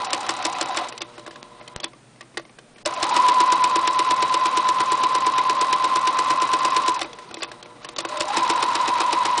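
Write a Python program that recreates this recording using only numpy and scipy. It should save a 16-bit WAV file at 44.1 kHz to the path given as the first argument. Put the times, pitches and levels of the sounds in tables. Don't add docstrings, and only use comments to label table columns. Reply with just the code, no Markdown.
import sys
import numpy as np
from scipy import signal
from scipy.fft import rfft, irfft
from scipy.io import wavfile
from scipy.ndimage import uniform_filter1d

SR = 44100
rng = np.random.default_rng(int(sys.argv[2]) if len(sys.argv) > 2 else 0)


def nominal_scale(level):
    x = np.asarray(level, float) / 20
    return 10 ** x


def output_pcm(signal):
    pcm = np.clip(np.atleast_2d(signal).T, -1, 1) * 32767
    wavfile.write(sys.argv[1], SR, np.round(pcm).astype(np.int16))


N = 414540


def rms_one(x):
    return x / np.sqrt(np.mean(x ** 2) + 1e-20)


def in_time(rows):
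    s, *columns = np.transpose(rows)
    return [np.interp(np.arange(N) / SR, s, c) for c in columns]


def band(x, low_hz, high_hz):
    return signal.sosfilt(signal.butter(2, [low_hz, min(high_hz, .45 * SR)], "band", fs=SR, output="sos"), x)


def coloured(spectrum):
    hz, db = np.transpose(spectrum)
    grid = np.log(np.fft.rfftfreq(N, 1 / SR) + 1)
    gain = nominal_scale(np.interp(grid, np.log(hz), db))
    return rms_one(irfft(rfft(rng.standard_normal(N)) * gain, N))


def drift(rate_hz):
    r = np.exp(-2 * np.pi * rate_hz / SR)
    return rms_one(signal.lfilter([1], [1, -2 * r, r * r], rng.standard_normal(N + SR))[SR:])


def body(x, modes):
    out = 0
    for k, (hz, width_hz, db) in enumerate(modes):
        r = np.exp(-np.pi * abs(width_hz) / SR)
        feed = [(1 - r * r) / 2, 0, (r * r - 1) / 2]
        back = [1, -2 * r * np.cos(2 * np.pi * hz / SR), r * r]
        out = out + (-1) ** k * nominal_scale(db) * signal.lfilter(feed, back, x + 1e-18)
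    return out


# (frequency [Hz], density [dB per Hz])
ROOM_TONE = [(15, -62), (25, -23), (44, -6.5), (86, -21.5), (126, 3), (170, -6), (208, -3.5), (230, -0.5),
             (345, -7), (7880, -26), (10400, -15.5), (13500, -74.5), (22000, -120)]


def hiss():
    return nominal_scale(-50.5) * coloured(ROOM_TONE)


# (first clack [s], turns [count], settled turn [s], time lost settling [s], settling [turns])
RUNS = [
    (0.1302, 5, .16, 0, 1),
    (3.1635, 33, .11525, .0278, 5.5),
    (8.3684, 9, .1245, .013, 2.2),
]
# (start [dB], middle [dB], end [dB])
RUN_DB = [(-11.5, -12, -13), (-9.5, -12.5, -10), (-8.5, -12, -13.5)]
# (time [s], peak [dB])
LONE_CLACKS = [
    (1.0172, -29),
    (1.8395, -27.5),
    (2.858, -13.5),
    (3.0269, -9.5),
    (7.0135, -15),
    (7.43, -20.5),
    (7.9849, -17.5),
    (8.2048, -11.5),
]


def shaft():
    rows = list(LONE_CLACKS)
    for (first, turns, turn_s, lost_s, settle), db in zip(RUNS, RUN_DB):
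        k = np.arange(turns)
        force_db = np.polyval(np.polyfit([0, .5, 1], db, 2), k / (turns - 1))
        rows += zip(first + k * turn_s + lost_s * (1 - np.exp(-k / settle)), force_db)
    s, db = np.transpose(sorted(rows))
    s = np.concatenate([[2 * s[0] - s[1]], s, [2 * s[-1] - s[-2]]])
    t = np.arange(N) / SR
    turns = np.interp(t, s, np.arange(len(s)))
    per_s = np.interp(t, (s[1:] + s[:-1]) / 2, 1 / np.diff(s))
    return s, np.append(db[0], db), turns, per_s


# (time [s], motor slot rate [Hz], effort [dB])
PEDAL = [(0, 741, -35.5), (.85, 720.6, -39.5), (1.02, 254, -61), (1.8, 158.4, -62.5), (2.86, 610, -39.5),
         (2.97, 650, -39), (3.1, 850, -33.5), (3.16, 987, -32), (3.82, 1009, -37), (6.86, 1028, -38),
         (6.96, 960, -42), (7.11, 418, -55.5), (7.92, 229.7, -60), (8.12, 580, -42.5), (8.24, 637, -43.5),
         (8.36, 913, -36), (8.51, 932, -37.5), (9.4, 960.3, -38.5)]
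# (time [s], mains buzz [dB], motor [dB])
POWERED = [
    (0, -8, -4.5),
    (1.87, -12.5, 5.5),
    (1.96, -36, -43),
    (2.845, -20, -52),
    (2.865, -10.5, -1),
    (9.4, -11.5, 2.5),
]
# (share of turn, speed change [%], whine [dB], whirr [dB])
LOAD = [(.08, -2, -5.5, 5.9), (.19, 0, 2, 3), (.3, 3.5, -3.5, 2.45), (0.469, 11, -2.5, 1.3),
        (.57, 2, -0.5, 0.7), (.66, 1.88, 1.5, 1.5), (0.762, -0.5, 1, 4), (.83, 1.3, -7.5, 2),
        (.96, 0, 5, 3.5)]
# (frequency [Hz], density [dB per Hz])
WHIRR = [(35, -55), (60, -43.5), (277, -12), (344, -23), (542, -6.5), (748, -7.5), (909, -2), (991, -1),
         (1770, -13.5), (3860, -13.5), (7690, -28.5), (9750, -23), (10400, -41), (13500, -86.5),
         (22000, -120)]
# (frequency [Hz], width [Hz], level [dB])
CASE = [(329, 62, -3.5), (609.7, 17, -0.5), (794, 61, -12.5), (990.2, 42.2, 7.5), (1015.2, 65, 4),
        (1147.5, 14, 0.5), (1342, 153, -11), (1490, 20, -20)]
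# (frequency [Hz], width [Hz], level [dB])
COVERS = [(1990, 59, 0), (2590, 37, 4.5), (3887, 56, 0.5), (5840, 220, -7.5)]


def motor(turns):
    hz, effort_db = in_time(PEDAL)
    share, *columns = np.transpose(LOAD)
    round_turn = [np.interp(turns % 1, share, c, period=1) for c in columns]
    speed, whine_load_db, whirr_load_db = [uniform_filter1d(c, size=200) for c in round_turn]
    motor_db = effort_db + in_time(POWERED)[1]

    stumble = .25 * (1020 / hz) ** 4 * drift(30)
    sway_percent = speed * (1020 / np.maximum(hz, 700)) ** 1.8 + np.clip(stumble, -8, 8)
    slot = 2 * np.pi * np.cumsum(hz * (1 + sway_percent / 100)) / SR
    wobble = np.sin(2 * np.pi * 10 * turns + 1.03)
    overtone = nominal_scale(-22 + 4 * drift(40)) * np.sin(2 * slot)
    slow = np.log2(1020 / np.minimum(hz, 960))
    flutter_db = (.2 + 7 * np.minimum(slow, .5)) * drift(30) - 9 * slow
    tone = (np.sin(slot) * (1 + 0.76 * wobble) + overtone) * nominal_scale(whine_load_db + flutter_db)
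    whine_db = 21 - 2 * np.log2(hz / 1000)
    whine = nominal_scale(whine_db) * (body(tone, CASE) + nominal_scale(-13.5) * tone)

    noise = coloured(WHIRR) * nominal_scale(whirr_load_db + 1.3 * wobble + 1.3 * drift(90))
    main_ring = nominal_scale(-6 * np.clip((hz - 800) / 150, 0, 1)) * body(noise, CASE[3:5])
    ring = nominal_scale(12.5) * (body(noise, CASE[:3] + CASE[5:]) - main_ring)
    covers = nominal_scale(8) * body(noise, COVERS)
    return nominal_scale(motor_db) * (whine + ring + covers + nominal_scale(4.0) * noise)


# multiples of twice the mains [count], and their rms [dB]
BUZZ_MULTIPLES = [1, 3, 4, 5, 6]
BUZZ_DB = [-59, -49, -45.5, -44, -51]
# (rms [dB], phase [rad])
SHAKE_MULTIPLES = [8, 15, 16, 23]
SHAKE = [(-69, 0.26), (-59, 0.83), (-56, 0.26), (-56, 0.46)]


def hum(turns, per_s, mains_hz=60):
    t = np.arange(N) / SR
    buzz, shake = np.zeros(N), np.zeros(N)
    for k, db in zip(BUZZ_MULTIPLES, BUZZ_DB):
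        buzz += nominal_scale(db + 2.5 * drift(9)) * np.sin(4 * np.pi * mains_hz * k * t)
    for k, (db, phase) in zip(SHAKE_MULTIPLES, SHAKE):
        shake += nominal_scale(db) * np.sin(2 * np.pi * k * turns + phase)
    return np.sqrt(2) * (buzz * nominal_scale(in_time(POWERED)[0]) + shake * (per_s / 9.2) ** 2.5)


# (frequency [Hz], width [Hz], level [dB])
KNOCK = [(280, 17, -12.5), (336.2, 19.5, 3.5), (447, 29, -7), (579, 93, -0.5), (786, 140, -6),
         (1056, 73, -1.5), (1169, 32, 0.6)]
# (frequency [Hz], width [Hz], level [dB])
METAL = [(1840, 30, -31), (2093, 62, 9), (2553, 57, 5), (3075, 130, 7.5), (4410, 210, -15),
         (4520, 110, 5.5), (5230, 78, -5), (6210, 180, 4), (7360, 43, -13.5), (8850, 1920, 5)]


def ring_metal(x):
    return nominal_scale(0.5) * body(x, METAL) + nominal_scale(2.5) * x


def strikes(rows, bursts):
    drive, t = np.zeros((4, N + 2000)), np.arange(2000) / SR
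    for (s, *db, rattle_s), burst in zip(rows, bursts):
        if s > 0:
            at, rattle_s = min(int(s * SR), N - 1), max(rattle_s, .0002)
            rattle = burst * np.exp(-t / rattle_s) * (1 - np.exp(-t / (0.27 * rattle_s)))
            push = 0.42 * np.exp(-t / 0.00026) + 0.48 * rattle
            drive[:, at:at + 2000] += nominal_scale(np.array(db))[:, None] * [push, rattle, rattle, push]
    thud, middle, bright, bump = drive[:, :N]
    case = nominal_scale(23.5) * body(thud, KNOCK) + nominal_scale(10.5) * band(thud, 250, 930)
    table = nominal_scale(26) * band(bump, 32, 290)
    metal = nominal_scale(6.0) * band(ring_metal(middle), 1160, 4840)
    sparkle = nominal_scale(4.5) * band(ring_metal(bright), 2860, 12000)
    return case + table + metal + sparkle


# (share of turn, case thud [dB], middle [dB], bright [dB], rattle [s])
CONTACTS = [(-.045, -39.5, -16.5, -13.5, 0.0022), (0, -11.5, -3, -0.2, 0.003),
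            (.022, -8, -4, -11.5, 0.0032), (.09, -35, -10.5, -10, 0.0032), (.16, -24, -17.5, -22.5, 0.0031),
            (.3, -19, -15.5, -14.5, .0015), (0.461, -24.5, -24, -16, 0.0071), (.62, -26, -13.5, -21, .003),
            (.84, -35, -9, -14, 0.0025)]


def clacks(s, peak_db, creep_per_s=3, thud_db_per_octave=1.5):
    rows, bursts = [], []
    own = rng.standard_normal((len(CONTACTS), 2000))
    for before, start, end, db in zip([s[0]] + list(s), s, s[1:], peak_db):
        heavy_db = thud_db_per_octave * np.log2(0.33 / np.clip(start - before, .1, .3))
        gap_s, turn_s = end - start, min(end - start, .16)
        bright_more_db = 8 * np.log2(np.clip(turn_s, .11, .16) / 0.13)
        for (share, thud_db, middle_db, bright_db, rattle_s), rattle in zip(CONTACTS, own):
            slack_db, fresh = rng.normal(0, 1.6, 3), rng.standard_normal(2000)
            in_place = abs(share) < .1 or gap_s < 1 / creep_per_s
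            if in_place and (share >= 0 or start - before < 1 / creep_per_s):
                levels = db + np.array([thud_db + heavy_db, middle_db, bright_db + bright_more_db]) + slack_db
                at_s = start + share * (turn_s if share < .1 else gap_s)
                rows.append((at_s, *levels, -90, rattle_s))
                bursts.append(0.77 * rattle + 0.58 * fresh)
    return strikes(rows, bursts)


# (time [s], peak [dB])
TOUCHES = [(1.0066, -23), (1.8325, -20.5), (2.8525, -20), (7.2884, -38), (7.4214, -16.5), (7.9833, -15)]
TICKS = [(1.0171, -14.5), (1.194, -31), (1.6773, -25.5), (1.8008, -22.5), (1.842, -12), (7.1305, -28),
         (7.3421, -20.5), (7.431, -16.5), (7.627, -27), (7.888, -21.5), (7.9626, -19.5), (8.004, -17.5),
         (8.172, -19.5)]
TAPS = [(1.263, -25), (1.3084, -28), (1.358, -29.5), (2.2084, -25.5), (2.372, -11.5), (2.586, -29),
        (2.7822, -36), (7.1869, -27.5), (7.4066, -25), (7.5156, -24.5), (7.846, -20)]
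PATS = [(1.11, -47), (1.6112, -33), (1.933, -35.5), (2.159, -44), (2.2257, -38), (2.343, -41),
        (2.451, -36.5), (2.4945, -40), (2.7604, -38), (7.045, -23), (7.3695, -24.5), (7.4856, -36),
        (7.599, -45), (7.658, -31), (8.098, -33)]
THUMPS = [(1.1792, -28), (1.276, -25.5), (2.3945, -29.5), (7.3102, -26), (7.444, -29), (8.049, -14.5)]
# (thud over peak [dB], bright over peak [dB], ring [Hz], rattle [s])
KINDS = [
    (-7, -20, 4800, 0.0064),
    (-10.5, 0, 3600, 0.0031),
    (-9, -5, 1770, 0.0043),
    (-1.5, -28, 2200, 0.0027),
    (-1.5, -6, 1440, 0.0037),
]
# (time [s], peak [dB])
BUMPS = [(1.43, -52), (1.761, -27.5), (2.858, -41), (3.027, -33), (3.159, -47), (3.283, -41), (7.309, -46),
         (7.431, -47), (7.985, -42), (8.204, -36), (8.367, -43), (8.496, -32)]


def small(ring_s=.003, ring_db=-4.5, pitch_spread=.06):
    rows, rings, t = [], np.zeros(N + 2000), np.arange(2000) / SR
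    for table, (thud_db, bright_db, hz, rattle_s) in zip([TOUCHES, TICKS, TAPS, PATS, THUMPS], KINDS):
        for s, db in table:
            rows.append((s, db + thud_db + 1.0, db - 5.5, db + bright_db - 4.0, -90, rattle_s))
            own_hz, at = hz * rng.normal(1, pitch_spread), int(s * SR)
            rings[at:at + 2000] += nominal_scale(db + ring_db) * np.sin(2 * np.pi * own_hz * t) * np.exp(-t / ring_s)
    rows += [(s, -90, -90, -90, db, .002) for s, db in BUMPS]
    bursts = rng.standard_normal((len(rows), 2000))
    return strikes(rows, bursts) + rings[:N]


# (from [s], to [s], level [dB])
HANDLING = [(1.056, 1.444, -56.5), (1.55, 1.9, -64), (2.753, 2.827, -53.5), (7.037, 7.55, -54),
            (7.758, 8.004, -51.5)]


def cloth(lumpy_db=6.0):
    t, move = np.arange(N) / SR, np.zeros(N)
    for start, end, db in HANDLING:
        move += nominal_scale(db) * np.sin(np.pi * np.clip((t - start) / (end - start), 0, 1)) ** .5
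    return move * nominal_scale(lumpy_db * drift(16.5)) * rms_one(band(rng.standard_normal(N), 250, 4700))


# (time [s], peak [dB], rebound [s])
SNAPS = [(1.4293, -13.5, 0.00051), (1.7623, -5, .0009)]


def snaps(spike_s=.00006, rebound=0.39):
    out, t = np.zeros(N), np.arange(2000) / SR
    for s, db, back_s in SNAPS:
        spike = (1 + rebound) * np.exp(-t / spike_s)
        back = rebound * np.exp(-t / back_s) * (1 + 0.75 * rng.standard_normal(2000))
        out[int(s * SR):int(s * SR) + 2000] += nominal_scale(db) * (spike - back)
    return band(out, 250, 6700)


def room(x, t60_s, wet_db):
    t = np.arange(int(.4 * SR)) / SR
    tail = band(rng.standard_normal(len(t)), 120, 5700) * nominal_scale(-60 * t / t60_s) * (t > .006)
    return x + nominal_scale(wet_db) * signal.fftconvolve(x, tail / np.sqrt(np.sum(tail ** 2)))[:N]


def scene():
    s, peak_db, turns, per_s = shaft()
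    machine = room(clacks(s, peak_db), t60_s=0.022, wet_db=-21.0)
    hands = room(small() + cloth() + snaps(), t60_s=0.13, wet_db=-21.5)
    return (hiss() + motor(turns) + hum(turns, per_s) + machine + hands)[None]


def starve(x, depth_db=21.0, slope_db=3.5, after_db=13.0):
    _, _, z = signal.stft(x, SR, "cosine", nperseg=256, noverlap=128)
    power = np.abs(z) ** 2 + 1e-20
    blocks = power.shape[1] // 8 * 8
    level = 10 * np.log10(power[:120, :blocks].reshape(20, 6, -1).mean(axis=1))
    click = level[2:10].max(axis=0).reshape(-1, 8).max(axis=1)
    click = np.maximum(click, np.roll(click, 1) - after_db)
    octaves = np.log2((np.arange(20) + .5) / 6)[:, None]
    floor_db = np.repeat(click, 8) - depth_db + slope_db * octaves
    keep = uniform_filter1d(level, size=3, axis=1) > floor_db
    keep[0] = True
    z[:120, :blocks] *= np.repeat(keep, 6, axis=0)
    return signal.istft(z, SR, "cosine", nperseg=256, noverlap=128)[1][:N]


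def band_limit(x):
    return signal.sosfilt(signal.butter(12, 10550, fs=SR, output="sos"), x)


def record(dry):
    rounded = 0.6 * np.tanh(dry[0] / 0.66)
    top_cut = signal.cheby2(12, 70, 11085 * 1.003, fs=SR, output="sos")
    mix = signal.sosfilt(top_cut, starve(rounded)[None])
    return band_limit(mix)


dry = scene()
out = record(dry)
output_pcm(out)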